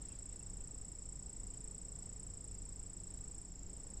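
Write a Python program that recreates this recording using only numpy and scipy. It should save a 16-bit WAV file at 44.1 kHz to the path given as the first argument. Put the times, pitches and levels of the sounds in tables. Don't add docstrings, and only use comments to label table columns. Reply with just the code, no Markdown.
import sys
import numpy as np
from scipy import signal
from scipy.fft import rfft, irfft
from scipy.io import wavfile

SR = 44100
rng = np.random.default_rng(int(sys.argv[2]) if len(sys.argv) > 2 else 0)


def unload_audio(sound):
    columns = np.transpose(np.atleast_2d(sound))
    steps = np.round(np.clip(columns, -1, 1) * 32767)
    wavfile.write(sys.argv[1], SR, steps.astype(np.int16))


N = 176400


def near_cricket():
    # t/s, lateness/ms
    drift = [(0, 5.5), (0.431, -1.5), (0.598, 2.5), (1.03, 1.5), (1.249, -2.5), (2.25, -4), (2.781, 3.5),
             (3.098, 1.5), (3.45, -0.8), (3.53, -4.5), (3.699, 3.5), (4, -1.5)]
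    # t/s, level/dB
    levels = [(0, -41.5), (.4, -42.5), (1.2, -42), (1.85, -41.5), (2.6, -43), (3.3, -42.5), (3.75, -44),
              (4, -42.5)]
    # t/ms, f/Hz
    glide = [(-0.5, 8090), (1, 8004), (4, 7902), (5, 8100), (6.5, 7560), (9, 7700), (10, 7412),
             (13.5, 7400), (15.5, 7100)]
    # t/ms, half width/ms, relative level/dB
    lobes = [(2.5, 2.69, 0), (7, 1.2, -2.1), (9.96, 0.69, -3), (14.8, 3.3, -14)]
    # t/s, advance/ms, first lobe's gain/dB, whole stroke's gain/dB
    slips = [(.153, 2, -2.5, -1), (1.155, 2, -2.5, 0), (1.607, 1.5, -2, 1), (2.547, 4, -4, 2),
             (3.24, 2.3, 3.5, -1.5), (3.483, 1.5, -3, -4.5), (3.516, 2, -14, 2.5), (3.551, 1, -12, 2),
             (3.589, 1.5, -21, 1.5), (3.625, -0.5, -16, 2.5), (3.661, 2, -16, 2.5)]
    times = stroke_times(rate_hz=28.793, first_s=.0123, drift=drift)
    lobe_db = np.outer(curve(times, levels), np.ones(len(lobes)))
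    for at, early_ms, first_db, whole_db in slips:
        k = np.argmin(abs(times - at))
        times[k] -= early_ms / 1000
        lobe_db[k] += whole_db
        lobe_db[k, 0] += first_db
    grip = undb(np.interp(np.arange(N) / SR, times, lobe_db[:, 0] - np.median(lobe_db[:, 0])))
    catch = scrape(times, half_ms=2.2, hz=8516, width_hz=160, db=-71.5)
    snap = scrape(times, half_ms=.91, hz=8850, width_hz=320, db=-75)
    song = trill(times, lobes, lobe_db, glide, rasp=.026, rasp_hz=554)
    return rocks(song + grip * (catch + snap), wet_db=-15)


def stroke_times(rate_hz, first_s, drift):
    times = first_s + np.arange(int(N / SR * rate_hz) + 1) / rate_hz
    return times + curve(times, drift) / 1000


def trill(times, lobes, lobe_db, glide, rasp, rasp_hz):
    pitch_scatter, scatter_ms, scatter_db = .0021, .13, .47
    tone = np.zeros(N, complex)
    chance = rng.standard_normal((len(times), len(lobes), 4))
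    for start, levels, draws in zip(times, lobe_db, chance):
        i = np.arange(max(int((start - .006) * SR), 0), min(int((start + .026) * SR), N))
        ms = (i / SR - start) * 1000
        detune, phase = draws[0, 2:]
        hz = curve(ms, glide) * (1 + pitch_scatter * detune)
        envelope = 0
        for (at, width, db), level, (louder, later, _, _) in zip(lobes, levels, draws):
            gain = undb(db + level + scatter_db * louder)
            envelope += gain * swell(ms, at + scatter_ms * later, width)
        tone[i] += envelope * np.exp(2j * np.pi * (np.cumsum(hz) / SR + phase))
    teeth = resonance(0, rasp_hz) + 1j * resonance(0, rasp_hz)
    return (tone * (1 + rasp * teeth)).real


def scrape(times, half_ms, hz, width_hz, db):
    t = np.arange(N) / SR
    nearest = np.searchsorted((times[1:] + times[:-1]) / 2, t)
    ms = (t - times[nearest]) * 1000
    bite_db = 3.5 * rng.standard_normal(len(times))
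    return undb(db + bite_db[nearest]) * swell(ms, 0, half_ms) * resonance(hz, width_hz)


def far_cricket():
    # t/s, lateness/ms
    drift = [(0, -10), (.5, -8), (0.799, -3.5), (1.22, 12), (1.55, 8), (2.3, 2.5), (2.8, -2.5), (3.2, 1.5),
             (4, -0.5)]
    # t/ms, f/Hz
    glide = [(0, 5650), (2, 5500), (5, 5385), (8.3, 5330), (10.5, 5090), (13, 4950), (16, 4830), (19, 4810)]
    # t/ms, half width/ms, relative level/dB
    lobes = [(3.6, 3.2, 0), (8.3, 1, 1.5), (11.5, 1.3, -6.5), (15.5, 2.6, -9)]
    echo_s, echo_db = .01229, -3
    times = stroke_times(rate_hz=39.5, first_s=-.008, drift=drift)
    lobe_db = np.full((len(times), len(lobes)), -67)
    direct = trill(times, lobes, lobe_db, glide, rasp=.15, rasp_hz=675)
    echo = np.pad(direct, (int(echo_s * SR), 0))[:N]
    return rocks(direct + undb(echo_db) * echo, wet_db=-12.5)


def rocks(direct, wet_db, t60_s=.24):
    t = np.arange(SR // 2) / SR
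    tail = rng.standard_normal(len(t)) * np.exp(-np.log(1000) * t / t60_s)
    return direct + undb(wet_db) * signal.fftconvolve(direct, tail / np.linalg.norm(tail))[:N]


def quills(t, roughness):
    # f/Hz, bandwidth/Hz, relative level/dB
    modes = [(2740, 280, -9), (2070, 180, -11), (2940, 2800, 6)]
    # t/s, half length/s, level/dB
    rustles = [(0.107, 0.095, -74.5), (0.317, 0.046, -76), (0.612, 0.0096, -77), (1.54, 0.0078, -73)]
    # t/s, f/Hz, level/dB
    ticks = [(.113, 2690, -66.5), (.34, 2040, -70), (.414, 2700, -67.5), (.614, 2670, -73),
             (1.122, 2080, -76), (1.35, 2070, -76), (1.402, 2030, -75), (1.452, 2030, -75),
             (1.66, 2040, -73)]
    ring = sum(undb(db) * resonance(hz, width) for hz, width, db in modes)
    rustling = ring / ring.std() * sum(undb(db) * swell(t, at, half) for at, half, db in rustles)
    judder_rad = .8 * resonance(0, 250)
    ticking = sum(undb(db) * swell(t, at, half_width=.0083) * np.sin(2 * np.pi * hz * t + judder_rad)
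                  for at, hz, db in ticks)
    return ticking + rustling * roughness


def high_clicks(t, roughness):
    # t/s, half length/s, level/dB
    clusters = [(0.105, 0.0056, -82), (0.63, .012, -85), (0.849, .005, -76), (1.39, 0.016, -86),
                (1.45, .016, -88), (2.9, 0.0073, -84), (3.278, .008, -83), (3.312, .006, -82)]
    envelope = sum(undb(db) * swell(t, at, half) for at, half, db in clusters)
    return resonance(hz=9500, width_hz=2000) * envelope * roughness


def scratch(depth_db=2.5, pace_hz=160):
    gain = undb(depth_db * np.clip(resonance(0, pace_hz), -2, 2))
    return gain / np.sqrt(np.mean(gain ** 2))


def insect_bands():
    # f/Hz, bandwidth/Hz, level/dB
    bands = [(7250, 97, -72), (7310, 62, -74), (7615, 120, -68), (6980, 610, -74.5), (4877, 70, -85.5),
             (5386, 85, -81.5), (5530, 80, -86.5)]
    return sum(undb(db) * resonance(hz, width) for hz, width, db in bands)


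def hum(cycles):
    # harmonic number, rms level/dB
    partials = [(1, -54.5), (2, -64.5), (3, -69), (4, -67), (6, -73.5), (7, -82.5), (8, -81), (9, -85),
                (11, -86.5), (13, -90)]
    return sum(undb(db) * np.sqrt(2) * np.sin(2 * np.pi * (round(k) * cycles + rng.random()))
               for k, db in partials)


def hiss(cycles):
    # f/Hz, relative density level/dB
    spectrum = [(12, -3), (30, -4.5), (60, -9), (120, -14.5), (250, -22.5), (380, -26.5), (440, -25.5),
                (550, -32), (780, -33.5), (1000, -37), (1600, -43), (2050, -43), (2500, -45.5),
                (4200, -47.5), (6200, -45.5), (8500, -42.5), (9800, -76.5), (11000, -66), (12200, -56.5)]
    hz, db = np.array(spectrum).T
    colour = lambda f: undb(np.interp(np.log(f + 1), np.log(hz), db))
    treble = signal.sosfilt(signal.butter(2, 263, "high", fs=SR, output="sos"), noise(colour))
    spurts = 1.36 * swell(cycles % 1, centre=.603, half_width=.064) * treble
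    steady = noise(colour)
    wander_db = .5 * resonance(0, 4.7)
    return (steady + spurts) * undb(-52.5 + wander_db)


def rumble(t):
    # t/s, half length/s, f/Hz, bandwidth/Hz, level/dB
    swells = [(1.793, 0.93, 443, 90, -74), (2.28, 0.22, 98, 50, -64)]
    return sum(undb(db) * swell(t, at, half) * resonance(hz, width) for at, half, hz, width, db in swells)


def resonance(hz, width_hz):
    return noise(lambda f: 1 / (1 + ((f - hz) / (.52 * width_hz)) ** 2))


def noise(shape):
    hz = np.arange(N // 2 + 1) * SR / N
    x = irfft(rfft(rng.standard_normal(N)) * shape(hz), N)
    return x / x.std()


def swell(at, centre, half_width):
    return np.exp(-((at - centre) / half_width) ** 2)


def curve(at, rows):
    return np.interp(at, *np.array(rows, float).T)


def undb(db):
    return 10 ** (np.asarray(db) / 20)


def scene():
    t = np.arange(N) / SR
    hum_cycles = 45.63 * t
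    insects = near_cricket() + far_cricket() + insect_bands()
    background = hum(hum_cycles) + hiss(hum_cycles) + rumble(t)
    roughness = scratch()
    return (insects + background + quills(t, roughness) + high_clicks(t, roughness))[None]


def record(dry, top_hz=13900):
    return signal.sosfilt(signal.ellip(8, .2, 70, top_hz, fs=SR, output="sos"), dry)


dry = scene()
out = record(dry)
unload_audio(out)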